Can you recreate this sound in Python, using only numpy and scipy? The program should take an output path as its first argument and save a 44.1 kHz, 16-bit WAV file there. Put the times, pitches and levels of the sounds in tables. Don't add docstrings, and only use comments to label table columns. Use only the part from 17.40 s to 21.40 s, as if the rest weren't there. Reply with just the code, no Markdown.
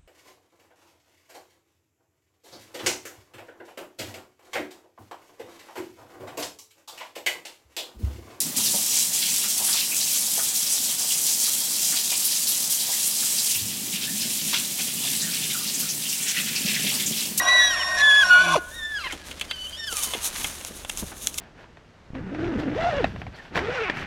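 import sys
import numpy as np
from scipy import signal
from scipy.fft import rfft, irfft
from scipy.io import wavfile
from scipy.ndimage import map_coordinates

SR = 44100
rng = np.random.default_rng(int(sys.argv[2]) if len(sys.argv) > 2 else 0)


def transcribe(signal):
    frames = np.atleast_2d(signal).T
    limited = np.clip(frames, -1, 1)
    pcm = np.round(limited * 32767).astype(np.int16)
    wavfile.write(sys.argv[1], SR, pcm)


N = 176400
TIME_S = np.arange(N) / SR

# time_s, pitch_hz, h1_db, h2_db, h3_db (harmonics)
WHISTLE_HIGH = [(0, 1922, -15, -27, -45), (.04, 1900, -43, -52, -31), (.066, 1904, -27.5, -25.5, -32),
                (.086, 1946, -17, -23, -25), (.115, 1961, -18, -20.5, -37.5), (.2, 1937, -15.5, -20, -29.5),
                (.285, 1926, -28, -22.5, -26.5), (.335, 1857, -27, -43, -35), (.44, 1827, -33, -37, -29.5),
                (.53, 1866, -25, -41.5, -37.5), (.59, 1850, -30, -41, -35.5), (.62, 1950, -30, -42, -35)]
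WHISTLE_CRACK = [(.562, 1828, -45, -44, -38), (.586, 1873, -32, -28, -24), (.605, 2000, -37, -34, -45),
                 (.622, 1960, -38, -35, -47)]
WHISTLE_MIDDLE = [(.57, 1714, -27.5, -61, -54), (.605, 1722, -19.5, -34, -46), (.64, 1718, -14.5, -23, -44),
                  (.675, 1718, -14, -21, -48), (.72, 1698, -15, -19, -46), (.79, 1700, -14.5, -20, -39),
                  (.818, 1669, -18.5, -19.5, -44), (.834, 1562, -13, -31, -39), (.843, 1575, -30, -52, -42)]
WHISTLE_RELAPSE = [(0.835, 1847, -43, -65, -38), (0.855, 1847, -32.5, -47, -29),
                   (0.905, 1833, -46, -50, -36)]
WHISTLE_LOW = [(0.832, 1476, -18.5, -50, -56), (.865, 1471, -27, -56, -60), (.892, 1466, -23, -63, -58),
               (0.909, 1455, -10, -26.5, -35), (.935, 1450, -9.5, -25, -34.5),
               (0.984, 1453, -12.5, -30.5, -38), (1.014, 1486, -14, -34, -34), (1.044, 1499, -29, -41, -60),
               (1.089, 1438, -22.5, -36, -44), (1.13, 1485, -28, -42, -55)]
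WHISTLE_COLLAPSE = [(1.118, 1150, -28, -47, -52), (1.131, 1090, -16, -48, -48),
                    (1.135, 1060, -22, -50, -50), (1.139, 1040, -14.5, -52, -48),
                    (1.147, 1010, -14.5, -52, -48), (1.152, 790, -29, -46, -46),
                    (1.156, 620, -16.5, -31, -50), (1.165, 575, -17, -19.5, -48),
                    (1.169, 440, -28, -33, -51), (1.184, 345, -30, -33, -56), (1.195, 300, -44, -48, -63)]
# freq_hz, base_db
SHRILL_SPECTRUM = [(5800, -35), (6800, -34), (7600, -42), (8600, -50), (9700, -40), (10300, -42),
                   (11400, -41.5), (12000, -56), (13600, -55), (15500, -70)]
# time_s, pitch_hz, throat_db, chest_db
ROAR = [(0, 200.6, -24.5, -47.5), (.17, 206.4, -27.5, -58.5), (.33, 202.4, -35.5, -59.5),
        (.5, 195.9, -32, -57.5), (.6, 195.5, -31, -60), (.75, 189.2, -33, -58), (.87, 190.4, -30.5, -51.5),
        (.95, 180.1, -26, -51), (1.03, 177.7, -29.5, -41.5), (1.08, 171.9, -23, -35.5),
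        (1.13, 166.9, -29, -34), (1.163, 156.3, -32.5, -32), (1.18, 123, -35, -81), (1.21, 130, -68, -79)]
# time_s, level_db
RASP = [(0, -33), (.3, -36), (.5, -37.5), (.6, -35), (.7, -36.5), (.81, -32.5), (.835, -30.5),
        (.855, -31.5), (.95, -37.5), (1.03, -32), (1.08, -32), (1.12, -31), (1.15, -32), (1.165, -32.5),
        (1.18, -39), (1.21, -64)]
SNARL = [(.88, -62), (.92, -30), (1, -32), (1.04, -27.5), (1.09, -33), (1.12, -34), (1.145, -35),
         (1.165, -36), (1.18, -60), (1.21, -75)]
# freq_hz, width_hz, gain_db
THROAT_MODES = [(312, 52, -12), (641, 111, 0), (705, 65, 2), (1077, 103, 6.5), (1530, 114, 3.5)]
MOUTH_MODES = [(2092, 150, 1), (2504, 230, 5.5), (2837, 130, 5), (3350, 310, 0), (3820, 140, -1),
               (4120, 180, 0.5), (4570, 150, -0.5), (5110, 150, -3.5), (5800, 330, 0.5), (6100, 400, -3.5),
               (6530, 230, -4.5), (7110, 190, -4), (8080, 250, -6.5), (8920, 250, -8.5), (9600, 310, -11),
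               (10440, 1700, -11.5), (12900, 1400, -21.5)]
SNARL_MODES = [(2320, 67, 7), (2540, 78, 3), (2660, 94.4, -11), (3229, 110, -2), (3470, 67, 10)]
# freq_hz, density_db
AIR_SPECTRUM = [(12, -37), (20, 3), (70, -9.5), (120, -3), (499, -8.5), (574, -1.5), (923, -14),
                (1710, -10), (2200, -24), (3530, -11), (4670, -24.5), (9400, -21.5), (16000, -71)]
# delay_s, gain_db
ECHOES = [(.27, -24.5), (.5, -39)]
# time_s, pitch_hz, h1_db, h2_db, h3_db
SQUEAL_1 = [(.18, 1750, -44, -43, -58), (.23, 1736, -24, -31, -49), (.3, 1646, -30.5, -31, -43),
            (.335, 1443, -36, -37, -54), (.365, 1226, -39, -39, -41), (.4, 1014, -33, -38.5, -67),
            (.44, 950, -61, -27, -62)]
SQUEAL_2 = [(.359, 1766, -31, -45, -58), (.415, 1480, -52, -32.5, -54), (.435, 1360, -42, -52, -60)]
SQUEAL_3 = [(1.311, 1730, -46, -54.5, -78), (1.362, 1890, -44, -43, -54), (1.421, 1775, -34, -38.5, -58),
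            (1.502, 1760, -33, -40.5, -60), (1.539, 1723, -26.5, -39.5, -49),
            (1.577, 1635, -33.5, -43, -48), (1.6, 1630, -43, -45, -48), (1.655, 1530, -56, -62, -51)]
SQUEAL_3_DROP = [(1.584, 1546, -32, -37, -58), (1.597, 1420, -34.5, -38, -45),
                 (1.624, 1261, -38.5, -46, -48), (1.645, 1071, -39.5, -34.5, -42.5),
                 (1.669, 1020, -33, -36, -38), (1.68, 886, -63, -41, -47), (1.713, 721, -56, -39, -34),
                 (1.722, 667, -62, -54, -32)]
SQUEAL_3_SPLIT = [(1.595, 1400, -56, -51, -53), (1.62, 1360, -54, -41, -43), (1.685, 1336, -60, -50, -48)]
SQUEAL_4 = [(2.08, 1562, -68, -53, -57), (2.115, 1567, -50, -38.5, -44), (2.179, 1504, -56, -35, -46.5),
            (2.255, 1508, -65, -35, -48), (2.275, 1460, -69, -28.5, -54)]
SQUEAL_5 = [(2.275, 1540, -70, -36, -68), (2.321, 1565, -68, -41.5, -49), (2.361, 1630, -64, -40, -51),
            (2.383, 1850, -50, -46, -48), (2.429, 1800, -36.5, -41.5, -40), (2.47, 1765, -42, -42, -44),
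            (2.495, 1520, -38, -37.5, -45), (2.541, 1290, -39.5, -45, -64), (2.59, 1190, -43, -45, -64),
            (2.631, 1120, -63, -55, -64), (2.69, 1020, -47, -56, -60), (2.8, 940, -46, -62, -66)]
SQUEAL_6 = [(2.321, 1480, -66, -47, -66), (2.49, 1517, -62, -44.5, -49), (2.71, 1512, -64, -45.5, -51),
            (2.83, 1420, -62, -48, -63)]
# time_s, level_db
BRUSH_DRAG = [(1.22, -53), (1.28, -48.5), (1.39, -44.5), (1.46, -54), (1.68, -54), (1.84, -66),
              (1.875, -44), (1.95, -55.5), (2.15, -56), (2.25, -47.5), (2.43, -56), (2.52, -35.5),
              (2.61, -29), (2.68, -32), (2.79, -44), (2.91, -40.5), (3.01, -31), (3.15, -42), (3.33, -49),
              (3.375, -42), (3.42, -48), (3.48, -46.5), (3.525, -38.5), (3.56, -45), (3.64, -44),
              (3.675, -41), (3.74, -51), (3.84, -36), (3.92, -48), (4, -36.5)]
GRASS_CRUSH = [(1.25, -60), (1.55, -49), (1.64, -42), (1.78, -47), (1.89, -43), (1.96, -47), (2.4, -51.5),
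               (2.48, -51), (2.6, -45), (2.68, -45), (2.78, -40), (3.06, -39), (3.15, -44), (3.42, -49.5),
               (3.55, -49), (4, -55.5)]
TURF_SCUFF = [(1.2, -59), (1.76, -60), (1.9, -49), (2.45, -65), (2.68, -51.5), (2.86, -47), (3.1, -51),
              (3.5, -52), (3.7, -53), (4, -54)]
# centre_s, level_db, half_length_s
SWISHES = [(2.857, -24, 0.02), (3.275, -36.5, 0.013), (3.594, -31.5, 0.015), (3.88, -35, 0.013),
           (3.983, -28.5, 0.0053)]
# freq_hz, density_db
LEAF_SPECTRUM = [(180, -32), (300, -24), (537, -18), (1170, -2.5), (1640, -14.5), (3760, -0.5), (4700, -8),
                 (6410, 3.5), (7570, -2), (9710, 2), (12900, -5.5), (16000, -14.5)]
# start_s, body_drive_db, ring_drive_db, crack_drive_db, decay_s
KNOCKS = [(1.723, -31, -23.5, -33, 0.013), (1.9115, -46, -23, -40, 0.0085),
          (1.9967, -45, -21.5, -30, 0.0016), (2.0111, -26.5, -13.5, -28, 0.007),
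          (2.1109, -27.5, -11, -34.5, 0.0058), (2.2957, -51, -28, -29, 0.00096),
          (2.525, -44, -23, -26, 0.006), (2.569, -50, -20, -18, 0.0017),
          (2.7354, -25.5, -16.5, -32.5, 0.014), (3.0439, -22, -14, -25, 0.0059),
          (3.2108, -32, -28.5, -34, .003), (3.2485, -28, -24, -19, 0.00065),
          (3.448, -27.5, -26, -37, 0.0046), (3.4955, -26, -19, -25, 0.0021),
          (3.4983, -25.5, -18, -20.5, 0.0016), (3.5735, -33.5, -25, -24.5, 0.0027),
          (3.871, -22.5, -11.5, -13, 0.0016), (3.942, -45, -30, -26, 0.0023),
          (3.983, -37, -20.5, -18.5, 0.0032)]
# freq_hz, width_hz, gain_db
ANTLER_MODES = [(1460, 910, -16), (2107, 190, -5), (2750, 270, -1.5), (3037, 476, 0), (3263, 370, -5),
                (4270, 390, -11.5)]
# start_s, level_db, centre_hz, decay_s
HOOF_FALLS = [(1.73, -34, 284, 0.021), (2.522, -33, 383, 0.013), (2.668, -38, 260, 0.014),
              (2.748, -29.5, 470, 0.013), (3.041, -35.5, 118, 0.026), (3.308, -29, 296, 0.0056),
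              (3.622, -24.5, 106, 0.014), (3.623, -31.5, 430, 0.012), (3.715, -35, 890, 0.016)]
# time_s, level_db
RUMBLE = [(2.5, -54), (2.95, -51), (3.05, -44.5), (3.2, -53), (3.55, -50.5), (3.65, -40.5), (3.8, -52.5),
          (4, -49)]


def undb(db):
    return 10 ** (np.asarray(db) / 20)


def unit(x):
    return x / np.sqrt(np.mean(x ** 2) + 1e-18)


def curve(rows, column=1):
    rows = np.array(rows)
    return np.interp(TIME_S, rows[:, 0], rows[:, column])


def noise():
    return rng.standard_normal(N)


def wander(rate_hz):
    return unit(np.interp(TIME_S * rate_hz, np.arange(N), noise()))


def band(x, hz, width_hz):
    b, a = signal.iirpeak(hz, hz / width_hz, fs=SR)
    return signal.lfilter(b, a, signal.lfilter(b, a, x))


def resonate(x, modes):
    return sum(undb(db) * band(x, hz, width_hz) for hz, width_hz, db in modes)


def drift(x, share, rate_hz):
    return map_coordinates(x, [np.cumsum(1 + share * wander(rate_hz))], mode="mirror")


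def colour(x, spectrum):
    hz, db = np.array(spectrum).T
    bins_hz = np.arange(N // 2 + 1) * SR / N
    gain = undb(np.interp(np.log(bins_hz + 1), np.log(hz), db))
    return unit(irfft(rfft(x) * gain, N))


def grains(rate_hz, spread_db):
    hits = rng.random(N) < rate_hz / SR
    return unit(hits * noise() * undb(spread_db * np.minimum(rng.exponential(size=N), 5)))


def burst(start_s, decay_s, attack_s=0.00011):
    age_s = np.maximum(TIME_S - start_s, 0)
    return (1 - np.exp(-age_s / attack_s)) * np.exp(-age_s / decay_s)


def tone(rows, jitter, flutter_db, shrill=False, fade_s=0.0062, blur_rad=0.19):
    pitch_hz = curve(rows) * (1 + jitter * wander(700) + .002 * wander(70))
    phase = 2 * np.pi * np.cumsum(pitch_hz) / SR
    fade_in = np.clip((TIME_S - rows[0][0]) / fade_s + .5, 0, 1)
    fade_out = np.clip((rows[-1][0] - TIME_S) / fade_s + .5, 0, 1)
    levels_db = [curve(rows, column) for column in (2, 3, 4)]
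    effort_db = 20 * np.log10(undb(levels_db[1]) + undb(levels_db[2]))
    if shrill:
        shrill_hz, base_db = np.array(SHRILL_SPECTRUM).T
        levels_db += [np.interp(k * pitch_hz, shrill_hz, base_db) + 0.31 * effort_db for k in range(4, 9)]
    else:
        levels_db += [effort_db - 20.5 - 9 * k for k in range(3)]
    swing_db = flutter_db * wander(90)
    smear_rad = blur_rad * wander(400)
    out = np.zeros(N)
    for k, db in enumerate(levels_db, start=1):
        out += np.sin(k * phase + max(k - 2, 0) * smear_rad) * undb(db + np.sqrt(k) * swing_db)
    return np.sqrt(2) * out * fade_in * fade_out


def whistle():
    out = tone(WHISTLE_HIGH, jitter=0.0031, flutter_db=0.93, shrill=True)
    out += tone(WHISTLE_CRACK, jitter=.008, flutter_db=1.0) * unit(band(noise(), 86, 180))
    for rows in (WHISTLE_MIDDLE, WHISTLE_RELAPSE, WHISTLE_LOW):
        out += tone(rows, jitter=0.0027, flutter_db=0.77, shrill=True)
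    return out


def roar():
    pitch_hz = curve(ROAR) * (1 + 0.017 * wander(250))
    cycles = np.cumsum(pitch_hz) / SR
    phase = 2 * np.pi * cycles
    pulses = unit(np.diff(np.floor(cycles), prepend=0) * undb(1.1 * wander(200)))
    breath = unit(noise() * (1 + 0.065 * np.cos(phase)))
    folds = 0.29 * pulses + breath
    throat = unit(resonate(folds, THROAT_MODES))
    mouth = resonate(folds * (1 + .8 * np.cos(phase)), MOUTH_MODES)
    rasp = unit(drift(mouth, share=.008, rate_hz=14)) * undb(curve(RASP) + 1.7 * wander(79.9))
    snarl = unit(resonate(noise() * (1 + np.cos(phase)), SNARL_MODES)) * undb(curve(SNARL))
    chest = unit(np.sin(phase) + undb(-4) * np.sin(2 * phase)) * undb(curve(ROAR, 3) + wander(49.6))
    voice = throat * undb(curve(ROAR, 2)) + rasp + snarl + chest
    return voice * (TIME_S < ROAR[-1][0]), throat


def bugle(shake=0.0087):
    voice, throat = roar()
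    shaken = whistle() * (1 + shake * throat)
    collapse = tone(WHISTLE_COLLAPSE, jitter=.06, flutter_db=1.5)
    return voice + shaken + collapse


def background(air_db=-51, hum_hz=70.7, hum_db=-52.5):
    pitch_hz = hum_hz * (1 + 0.0095 * wander(5.62))
    hum = unit(np.sin(2 * np.pi * np.cumsum(pitch_hz) / SR))
    air = colour(noise(), AIR_SPECTRUM)
    return undb(air_db) * air + undb(hum_db + 0.67 * wander(5.35)) * hum


def forest(x, t60_s=0.69, scatter_db=-23, cutoff_hz=4040):
    envelope = burst(0.0057, t60_s / np.log(1000), attack_s=0.0068)
    response = undb(scatter_db) * unit(noise() * envelope) / np.sqrt(N)
    dull = signal.sosfilt(signal.butter(2, cutoff_hz, fs=SR, output="sos"), x)
    scatter = signal.fftconvolve(dull, response)[:N]
    midrange = band(x, 1650, 760)
    echoes = sum(undb(db) * np.pad(midrange, (int(delay_s * SR), 0))[:N] for delay_s, db in ECHOES)
    return scatter + echoes


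def squeals(rough_below_hz=1687):
    out = np.zeros(N)
    for rows in (SQUEAL_1, SQUEAL_2, SQUEAL_3, SQUEAL_3_DROP, SQUEAL_3_SPLIT,
                 SQUEAL_4, SQUEAL_5, SQUEAL_6):
        slack = np.maximum(1 - curve(rows) / rough_below_hz, 0)
        fray = undb(1) * slack * unit(band(noise(), 294, 610))
        note = tone(rows, jitter=0.0042 + .045 * slack, flutter_db=2.5, blur_rad=.5)
        out += note * (1 + fray) / np.sqrt(1 + 2 * slack)
    return out


def brush():
    drag_power = undb(curve(BRUSH_DRAG) + 1.8 * wander(55)) ** 2
    swish_power = sum(undb(db) ** 2 * np.exp(-((TIME_S - centre_s) / half_s) ** 2)
                      for centre_s, db, half_s in SWISHES)
    leaves = colour(grains(9000, spread_db=1.0), LEAF_SPECTRUM) * np.sqrt(drag_power + swish_power)
    stems = grains(2500, spread_db=2.4)
    grass = unit(band(stems, 1750, 5650)) * undb(curve(GRASS_CRUSH) + 1.8 * wander(50))
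    turf = unit(band(noise(), 246, 380)) * undb(curve(TURF_SCUFF) + 2.5 * wander(40))
    return leaves + grass + turf


def antler_knocks(tick=5.7, tail_db=-20, tail_s=0.0088):
    drives = np.zeros((3, N))
    for start_s, body_db, ring_db, crack_db, decay_s in KNOCKS:
        contact = noise() * (burst(start_s, decay_s) + undb(tail_db) * burst(start_s, tail_s))
        contact[int((start_s + .0005) * SR)] += tick
        drives += np.outer(undb([body_db, ring_db, crack_db]), contact)
    body = undb(7) * band(drives[0], 850, 1400)
    ring = undb(8) * resonate(drives[1], ANTLER_MODES)
    crack = undb(4.5) * band(drives[2], 6800, 5700)
    return body + ring + crack


def hooves():
    thuds = np.zeros(N)
    for start_s, db, hz, decay_s in HOOF_FALLS:
        thuds += undb(db) * unit(band(noise(), hz, 1.56 * hz)) * burst(start_s, decay_s, attack_s=0.0019)
    rumble = unit(band(noise(), 32, 55)) * undb(curve(RUMBLE))
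    return thuds + rumble


def scene():
    animals = bugle() + squeals() + brush() + antler_knocks() + hooves()
    return (animals + background() + forest(animals))[None, :]


def record(dry):
    cutoff_hz = 16100
    return signal.sosfilt(signal.ellip(10, .2, 80, cutoff_hz, fs=SR, output="sos"), dry)


dry = scene()
out = record(dry)
transcribe(out)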